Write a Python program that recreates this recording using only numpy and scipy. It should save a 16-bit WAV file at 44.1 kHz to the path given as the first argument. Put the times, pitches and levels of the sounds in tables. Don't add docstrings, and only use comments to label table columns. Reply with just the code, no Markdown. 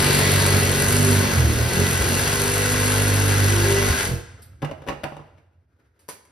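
import sys
import numpy as np
from scipy import signal
from scipy.fft import rfft, irfft, next_fast_len
from scipy.io import wavfile
from scipy.ndimage import uniform_filter1d

SR = 44100
rng = np.random.default_rng(int(sys.argv[2]) if len(sys.argv) > 2 else 0)


def output_pcm(signal):
    pcm = np.clip(np.atleast_2d(signal).T, -1, 1) * 32767
    wavfile.write(sys.argv[1], SR, np.round(pcm).astype(np.int16))


N = 278271
TIME = np.arange(N) / SR


def amp(db):
    return 10 ** (np.asarray(db) / 20)


def evened(x):
    return x / np.sqrt(np.mean(x ** 2) + 1e-20)


def read(points, hz):
    f, value = np.transpose(points)
    return np.interp(np.log(hz + 1), np.log(f + 1), value)


def columns(rows):
    s, *values = np.transpose(rows)
    return [np.interp(TIME, s, v) for v in values]


def colour(x, spectrum):
    size = next_fast_len(N, True)
    gain = amp(read(spectrum, np.fft.rfftfreq(size, 1 / SR)))
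    return irfft(rfft(x, size) * evened(gain), size)[:N]


def drift(hz):
    steps = rng.standard_normal(int(N / SR * 60) + 2)
    smooth = signal.lfilter([1], [1, -np.exp(-2 * np.pi * hz / 60)], steps)
    return evened(np.interp(TIME * 60, np.arange(len(steps)), smooth))


def ring(x, hz, width):
    turn = np.exp(2j * np.pi * np.cumsum(hz * np.ones(N)) / SR)
    r = np.exp(-np.pi * width / SR)
    return 2 * (turn * signal.lfilter([1 - r], [1, -r], x / turn)).real


def add(mix, s, sound):
    part = mix[round(s * SR):][:len(sound)]
    part += sound[:len(part)]


JOLT_LEAD = .3


def order(turns, k, db, waver_db, unsteady):
    lead = JOLT_LEAD + (k > 5) * rng.random()
    level = np.sqrt(2) * amp(db + unsteady * waver_db * drift(6.0))
    return level * np.cos(2 * np.pi * (k * turns + lead + 0.019 * unsteady * drift(1.5)))


# t/s, stroke f/Hz, double-stroke shake level/dB, base level of the other orders/dB
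SAW = [(0.0, 47.82, -26.5, -32.5), (0.55, 47.8, -21, -32.5), (0.74, 46.74, -29, -33.5),
       (0.99, 49.37, -22, -32.5), (1.19, 48.6, -18, -35.5), (1.3, 48.36, -29.5, -37),
       (1.46, 37.93, -16.5, -38.5), (1.57, 38.5, -30, -38.5), (1.63, 38.44, -17.5, -41),
       (1.7, 43, -43, -41.5), (1.8, 45.76, -17.5, -32.5), (1.915, 45.7, -34.5, -37.5),
       (2.0, 44.77, -27.5, -39), (2.12, 46.1, -23.5, -37.5), (2.29, 49.45, -32, -37),
       (3.0, 50.1, -22, -33.5), (3.47, 49.5, -17.5, -32.5), (3.9, 49.45, -25.5, -34),
       (3.97, 49.3, -41.5, -47), (4.11, 42.6, -27.5, -37), (4.24, 42.24, -29.5, -31.5)]
# t/s, rattle level change/dB, share of the wavering
GRIP = [(0, 0.5, 0.44), (1.25, 1.5, 0.71), (1.45, 0, 1.9), (2.2, 3.5, 0.73), (2.45, -2, 0.27),
        (3.8, 3, 0.32), (3.95, 1.5, 0.93), (4.2, -1.5, 1.13)]
# order of the stroke, level over the base/dB, gain as the cut deepens/dB per s, wavering/dB
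ORDERS_BUZZ = [(1, -2.5, 2, 2), (3, 10.5, -2, 1.5), (4, -1, -2, 3.5), (5, -3.5, -0.5, 4), (6, -11, -1, 5),
               (7, -20, -0.16, -1.5), (8, -3.5, -0.5, 2), (9, -4.5, 0.4, 3), (10, -11.5, -0.1, 3.5),
               (11, -15.5, 2.3, -3.5), (12, -4.5, -1.5, 1)]
# middle t/s, length/s, order, level gain at the middle/dB
SWELLS = [(1.0595, 0.63, 5, 13), (1.24, 0.39, 4, 12.5), (1.4, 0.18, 3, 11), (1.811, 0.4, 4, 10),
          (2.9, 1.4, 5, 6.5), (2.515, 0.77, 8, 11), (2.95, 1.8, 9, 4.5), (3.62, 0.7, 7, 26),
          (3.736, 0.37, 8, 16), (4, 0.79, 4, 12), (4.13, 0.087, 3, 13.5), (1.1, 0.45, 8, 8),
          (0.097, 1, 8, 7.5), (1.64, 0.3, 3, 9), (3.2, 0.9, 6, 10), (4.11, .14, 5, 10.5),
          (3.76, 0.41, 12, 12), (2.7, 1.1, 10, 12), (1.8, 0.16, 9, 6.5)]
# f/Hz, relative level/dB per Hz
RATTLE = [(35, -31), (60, -3), (120, -1.5), (300, -10), (400, -3.5), (650, -12), (900, -26.5)]
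RATTLE_DB, RATTLE_DB_PER_S = -24, -2


def shake():
    hz, double_db, buzz_db = columns(SAW)
    turns = np.cumsum(hz) / SR
    rattle_db, unsteady = columns(GRIP)
    tones = order(turns, 2, double_db, 0.55, unsteady)
    for k, db, gain_db, waver_db in ORDERS_BUZZ:
        swell_db = sum(top_db * np.cos(np.pi * np.clip((TIME - s) / length, -.5, .5)) ** 2
                       for s, length, which, top_db in SWELLS if round(which) == round(k))
        order_db = buzz_db + db + gain_db * TIME + swell_db
        tones += order(turns, round(k), order_db, waver_db, unsteady)
    loose_gain = amp(RATTLE_DB + RATTLE_DB_PER_S * TIME + rattle_db)
    loose = loose_gain * colour(rng.standard_normal(N), RATTLE)
    stopping = np.clip((SAW[-1][0] - TIME) / 0.12, 0, 1)
    return hz, turns, (tones + loose) * stopping


# f/Hz, relative level/dB per Hz
RASP = [(400, -30), (650, -6.5), (1300, -8), (2400, -9), (3500, -10.5), (5500, -13.5), (6500, -9),
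        (8000, -23.5)]
# f/Hz, relative level/dB per Hz
HISS = [(4500, -32), (6000, -8), (7500, 4), (8300, 5), (9000, -1.5), (10300, 3), (12500, -4),
        (15800, -21.5)]
# f/Hz, relative level/dB per Hz
BITE = [(1200, -7), (2300, 0), (3000, -9.5), (3900, -4), (4500, -1), (5500, -16.5), (7000, -30)]
# centre f/Hz, width/Hz, relative level/dB
PIPE = [(1425, 70, -7), (1535, 32, 1), (1640, 35, -5), (1980, 60, -4), (2707, 54, -13.5), (1044, 42, -8.5),
        (4430, 180, -10)]
RASP_DB, HISS_DB = -26.5, -27
HISS_DB_PER_S = -0.37
SAG_BELOW_HZ = 47.7
RASP_SAG_DB, HISS_SAG_DB = 0.4, 0.7
FIRST_BITE_DB, FIRST_BITE_S = -29.5, 0.55
WALL_DB, WALL_DB_PER_S = -5, 1
PINCH_S, PINCH_LENGTH_S, PINCH_DB = 1.28, 0.06, -10.5
RELEASE_S, RELEASE_SOFT_S = 4.085, 0.027
RASP_FALL_DB_PER_S, HISS_FALL_DB_PER_S = 379, 394.5
WANDER = .004


def teeth(hz, turns):
    sag = np.clip(SAG_BELOW_HZ - hz, 0, None) * (TIME < RELEASE_S - .1)
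    coast = RELEASE_SOFT_S * np.logaddexp(0, (TIME - RELEASE_S) / RELEASE_SOFT_S)
    rasp_db = RASP_DB - RASP_SAG_DB * sag - RASP_FALL_DB_PER_S * coast
    hiss_db = HISS_DB + HISS_DB_PER_S * TIME + 1.3 * drift(2.9)
    hiss_db -= HISS_SAG_DB * sag + HISS_FALL_DB_PER_S * coast
    hiss_db += PINCH_DB * np.exp(-((TIME - PINCH_S) / PINCH_LENGTH_S) ** 2)
    wall_db = WALL_DB + WALL_DB_PER_S * TIME
    halves = (2 * turns).astype(int)
    bite_db = uniform_filter1d(rng.standard_normal(halves[-1] + 1)[halves], 150)
    pull = np.exp(3.2 * (np.cos(2 * np.pi * (turns - .22)) - 1))
    push = np.exp(7.7 * (np.cos(2 * np.pi * (turns - .75)) - 1))
    catches_db = 3.4 * np.minimum(rng.exponential(1, (2, N)), 4)
    chips = rng.standard_normal((2, N)) * amp(catches_db)
    puffs = chips[0] * (1 + 0.65 * pull + 0.6 * push) * amp(.8 * bite_db)
    outer = amp(FIRST_BITE_DB) * np.exp(-(TIME / FIRST_BITE_S) ** 2) * evened(colour(puffs, BITE))
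    pipe = np.zeros(N)
    for f, width, db in PIPE:
        mode_gain = amp(db + wall_db * (f < 1800) + 1.5 * drift(4.0))
        pipe += mode_gain * evened(ring(puffs, f * (1 + WANDER * drift(1.5)), width))
    rasp = evened(colour(puffs, RASP)) + .4 * pipe
    hiss_puffs = chips[1] * (1 + 1.3 * pull + 0.2 * push) * amp(1.3 * bite_db)
    hiss = evened(colour(hiss_puffs, HISS))
    return outer + amp(rasp_db) * rasp + amp(hiss_db) * hiss


# t/s, rumble level/dB, rustle level/dB
STIR = [(4.2, -45.5, -62), (5.13, -54.5, -59.5), (5.57, -61.5, -75), (6.31, -65, -66)]
# f/Hz, relative level/dB per Hz
RUMBLE = [(30, -35.5), (60, 10.5), (90, 17.5), (125, 5), (250, -9), (400, -44.5)]
# f/Hz, relative level/dB per Hz
RUSTLE = [(150, -28.5), (250, -6), (500, -7.5), (900, -18), (1500, -12.5), (3100, -27), (15800, -39)]


def stir():
    rumble_db, rustle_db = columns(STIR)
    rumble = amp(rumble_db + 0.85 * drift(8.0)) * colour(rng.standard_normal(N), RUMBLE)
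    rustle = amp(rustle_db + 3.7 * drift(12.0)) * colour(rng.standard_normal(N), RUSTLE)
    return rumble + rustle


# t/s, level/dB, f/Hz
JERKS = [(1.361, -18.5, 87), (1.549, -18, 63), (1.621, -20, 71.5), (1.999, -12.5, 65.9), (3.895, -10, 75),
         (4.09, -20, 73.2)]
JERK_T60_S = .18


def jerks():
    t, out = TIME[:SR // 3], np.zeros(N)
    for s, db, hz in JERKS:
        swell = 1 - np.exp(-t / 0.0049)
        add(out, s, amp(db - 60 * t / JERK_T60_S) * swell * np.sin(2 * np.pi * hz * t))
    return out


# t/s, level/dB, scrape decay/s
BLADE_TICK = (4.418, -50.5, 0.021)
# f/Hz, width/Hz, relative level/dB
BLADE = [(4620, 1100, -4), (8350, 90, 4), (10100, 2200, 4), (11800, 70, 0)]


def blade_tick():
    s, db, scrape = BLADE_TICK
    t, out = TIME[:SR // 8], np.zeros(N)
    add(out, s, (1 - np.exp(-t / 0.0037)) * np.exp(-t / scrape) * rng.standard_normal(len(t)))
    modes = sum(amp(mode_db) * ring(out, hz, width) * np.sqrt(SR / width / 4)
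                for hz, width, mode_db in BLADE)
    return amp(db) * modes


# t/s, level/dB, thud over level/dB, clack over level/dB
KNOCKS = [(4.619, -29, 2.5, -3), (4.627, -21.5, 8, -19.5), (4.646, -29, -9, -1.5), (4.686, -33, 3, -15),
          (4.711, -25.5, -17.5, -13.5), (4.818, -38, -11, -10), (4.837, -42, -2, -9), (4.865, -33, -7, -7),
          (4.874, -26.5, -6.5, -5), (4.885, -21, -3.5, -3.5), (4.897, -24, -0.5, -25),
          (4.921, -29.5, 3.5, -11.5), (5.034, -22.5, -8.5, -6), (5.047, -24.5, -3, -29),
          (5.119, -33, 5, -20), (5.165, -35.5, 3, -10), (5.193, -39, 2.5, -18), (5.375, -57, 11.5, 0)]
# f/Hz, relative level/dB, t60/s
WOOD = [(145, 0, .26), (248, -13, .2), (340, -8, .03), (450, -4, .025), (580, 0, .022), (750, 0, .018),
        (1000, -3, .012)]
# f/Hz, relative level/dB per Hz
CLACK = [(600, -16), (1300, -3.5), (2000, -4), (2900, -9.5), (4000, -20), (6000, -30.5)]
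# f/Hz, width/Hz, level over the clack/dB
HARD = [(2820, 130, 9.5), (3520, 130, 2)]
# f/Hz, relative level/dB per Hz
TICK = [(3000, -11.5), (4600, 0), (6500, 1), (12000, -10.5), (15800, -33)]
BODY_DB, TICK_DB = -19.5, -11


def knocks():
    t = TIME[:SR // 4]
    jolts = rng.standard_normal((len(KNOCKS), 3, len(t)))
    bounces = uniform_filter1d(rng.standard_normal((len(KNOCKS), 1, len(t))), 60)
    jolts *= amp(3.5 * evened(bounces) - 1.5)
    pieces = rng.standard_normal((len(KNOCKS), 2, len(WOOD), 1))
    hz, mode_db, t60 = np.transpose(WOOD)[:, :, None]
    thud = (amp(mode_db - 60 * t / t60) * np.sin(2 * np.pi * hz * t))[:2].sum(0)
    wood, clack, tick = np.zeros((3, N))
    fade = (1 - np.exp(-t / 0.00099)) * np.exp(-t / 0.011)
    crack = (1 - np.exp(-t / 0.0016)) * np.exp(-t / 0.0097)
    push = np.hanning(220) * np.sin(2 * np.pi * np.arange(220) / 220) / 110
    for (s, db, thud_db, clack_db), jolt, (louder, higher) in zip(KNOCKS, jolts, pieces):
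        decay = amp(mode_db + 2.5 * louder - 60 * t / t60)
        modes = decay * np.sin(2 * np.pi * hz * (1 + .07 * higher) * t)
        body = evened(signal.oaconvolve(fade * jolt[0], modes[2:].sum(0)))
        add(wood, s, amp(db + thud_db) * np.convolve(push, thud))
        add(wood, s, amp(db + BODY_DB) * body)
        add(clack, s, amp(db + clack_db) * crack * jolt[1])
        add(tick, s, amp(db + clack_db + TICK_DB) * crack * jolt[2])
    hard = sum(amp(db) * ring(clack, f, width) for f, width, db in HARD)
    return wood + colour(clack, CLACK) + hard + colour(tick, TICK)


# t/s, level/dB, scrape decay/s, fitting knock over level before halving/dB
SNAPS = [(5.992, -60, 0.043, -10), (6.083, -46, 0.005, -25), (6.088, -29.5, 0.0036, 12.5),
         (6.093, -34.5, 0.012, 0), (6.099, -40, 0.033, 1), (6.252, -54, .006, -30)]
# f/Hz, relative level/dB per Hz
SNAP = [(120, -23), (400, -16), (950, -14), (2000, -13.5), (4000, -19), (6500, -15), (10000, -14.5),
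        (15800, -21)]
# f/Hz, width/Hz, level/dB
RIM = [(170, 70, 10), (400, 200, 2), (4600, 40, 9), (8500, 90, 5), (10600, 90, 5)]


def snaps():
    t, (fitting, nail) = TIME[:SR // 8], np.zeros((2, N))
    knock = np.cos(2 * np.pi * 980 * t) * np.exp(-t / .0018) * (1 - np.exp(-t / .0002))
    for (s, db, scrape, knock_db), jolt in zip(SNAPS, rng.standard_normal((len(SNAPS), len(t)))):
        add(nail, s, amp(db) * np.exp(-t / scrape) * jolt)
        add(fitting, s, -amp(db + knock_db) * knock)
    struck = fitting / 2 + colour(nail, SNAP)
    return struck + sum(amp(db) * ring(struck, hz, width) for hz, width, db in RIM)


# f/Hz, t60/s
ROOM = [(100, 0.94), (1000, 0.87), (8000, 0.78), (15000, 0.25)]
# f/Hz, left-right likeness 0-1
ALIKE = [(130, 1), (300, .85), (800, .4), (2000, .45), (5000, .65), (7200, .96), (10000, .85), (13000, .8),
         (14500, .97)]
# f/Hz, left relative to right/radians (negative: the left lags)
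PHASE = [(4800, 0), (6200, -1.3), (6700, -3.1), (7500, -3.2), (8700, -4.2), (10400, -6.1), (11600, -6.6),
         (13900, -9.3), (15500, -9.5)]
# f/Hz, left over right level/dB
LEAN = [(50, 2.5), (130, -4), (400, 0), (1200, 1), (5000, 2.5), (7000, 0)]


def heard(x, wet_db):
    taps = np.zeros((2, SR))
    at = np.arange(60, SR - 20, 20) + rng.integers(0, 20, (2, (SR - 61) // 20))
    np.put_along_axis(taps, at, rng.choice([-1., 1.], at.shape), 1)
    hz, t, z = signal.stft(taps, SR, nperseg=256)
    decayed = z * amp(-60 * t / read(ROOM, hz)[:, None])
    tails = signal.istft(decayed, SR, nperseg=256)[1][:, :SR]
    early = taps[1] * amp(-60 * TIME[:SR] / .2)
    size = next_fast_len(N + SR)
    hz = np.fft.rfftfreq(size, 1 / SR)
    a, b, walls = (rfft(v / np.linalg.norm(v), size) for v in (*tails, early))
    wet, alike = amp(wet_db), np.clip(read(ALIKE, hz), 0, 1)
    left = 1 + wet * a
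    right = alike * left + np.sqrt(1 - alike ** 2) * (walls + wet * b)
    lean = amp(read(LEAN, hz) / 2)
    ports = np.array([left * lean, right / lean * np.exp(-1j * read(PHASE, hz))])
    return irfft(rfft(x, size) * ports / np.sqrt(1 + wet ** 2), size)[:, :N]


def moving(x, wet_db):
    shares = [np.sqrt(2 / 3) * np.cos(np.pi * (2.5 * TIME + k / 3)) for k in range(3)]
    return sum(share ** 2 * heard(x, wet_db) for share in shares)


def scene():
    hz, turns, shaken = shake()
    low = heard(shaken + jerks() + stir(), -19)
    cut = moving(teeth(hz, turns), -8.5)
    return low + cut + heard(knocks() + snaps() + blade_tick(), -12.5)


def record(dry):
    thin = signal.sosfilt(signal.butter(2, 50.0, "high", fs=SR, output="sos"), dry)
    band = signal.firwin(2047, 15800, window=("kaiser", 9), fs=SR)
    return signal.oaconvolve(thin, band[None], "same")


dry = scene()
out = record(dry)
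output_pcm(out)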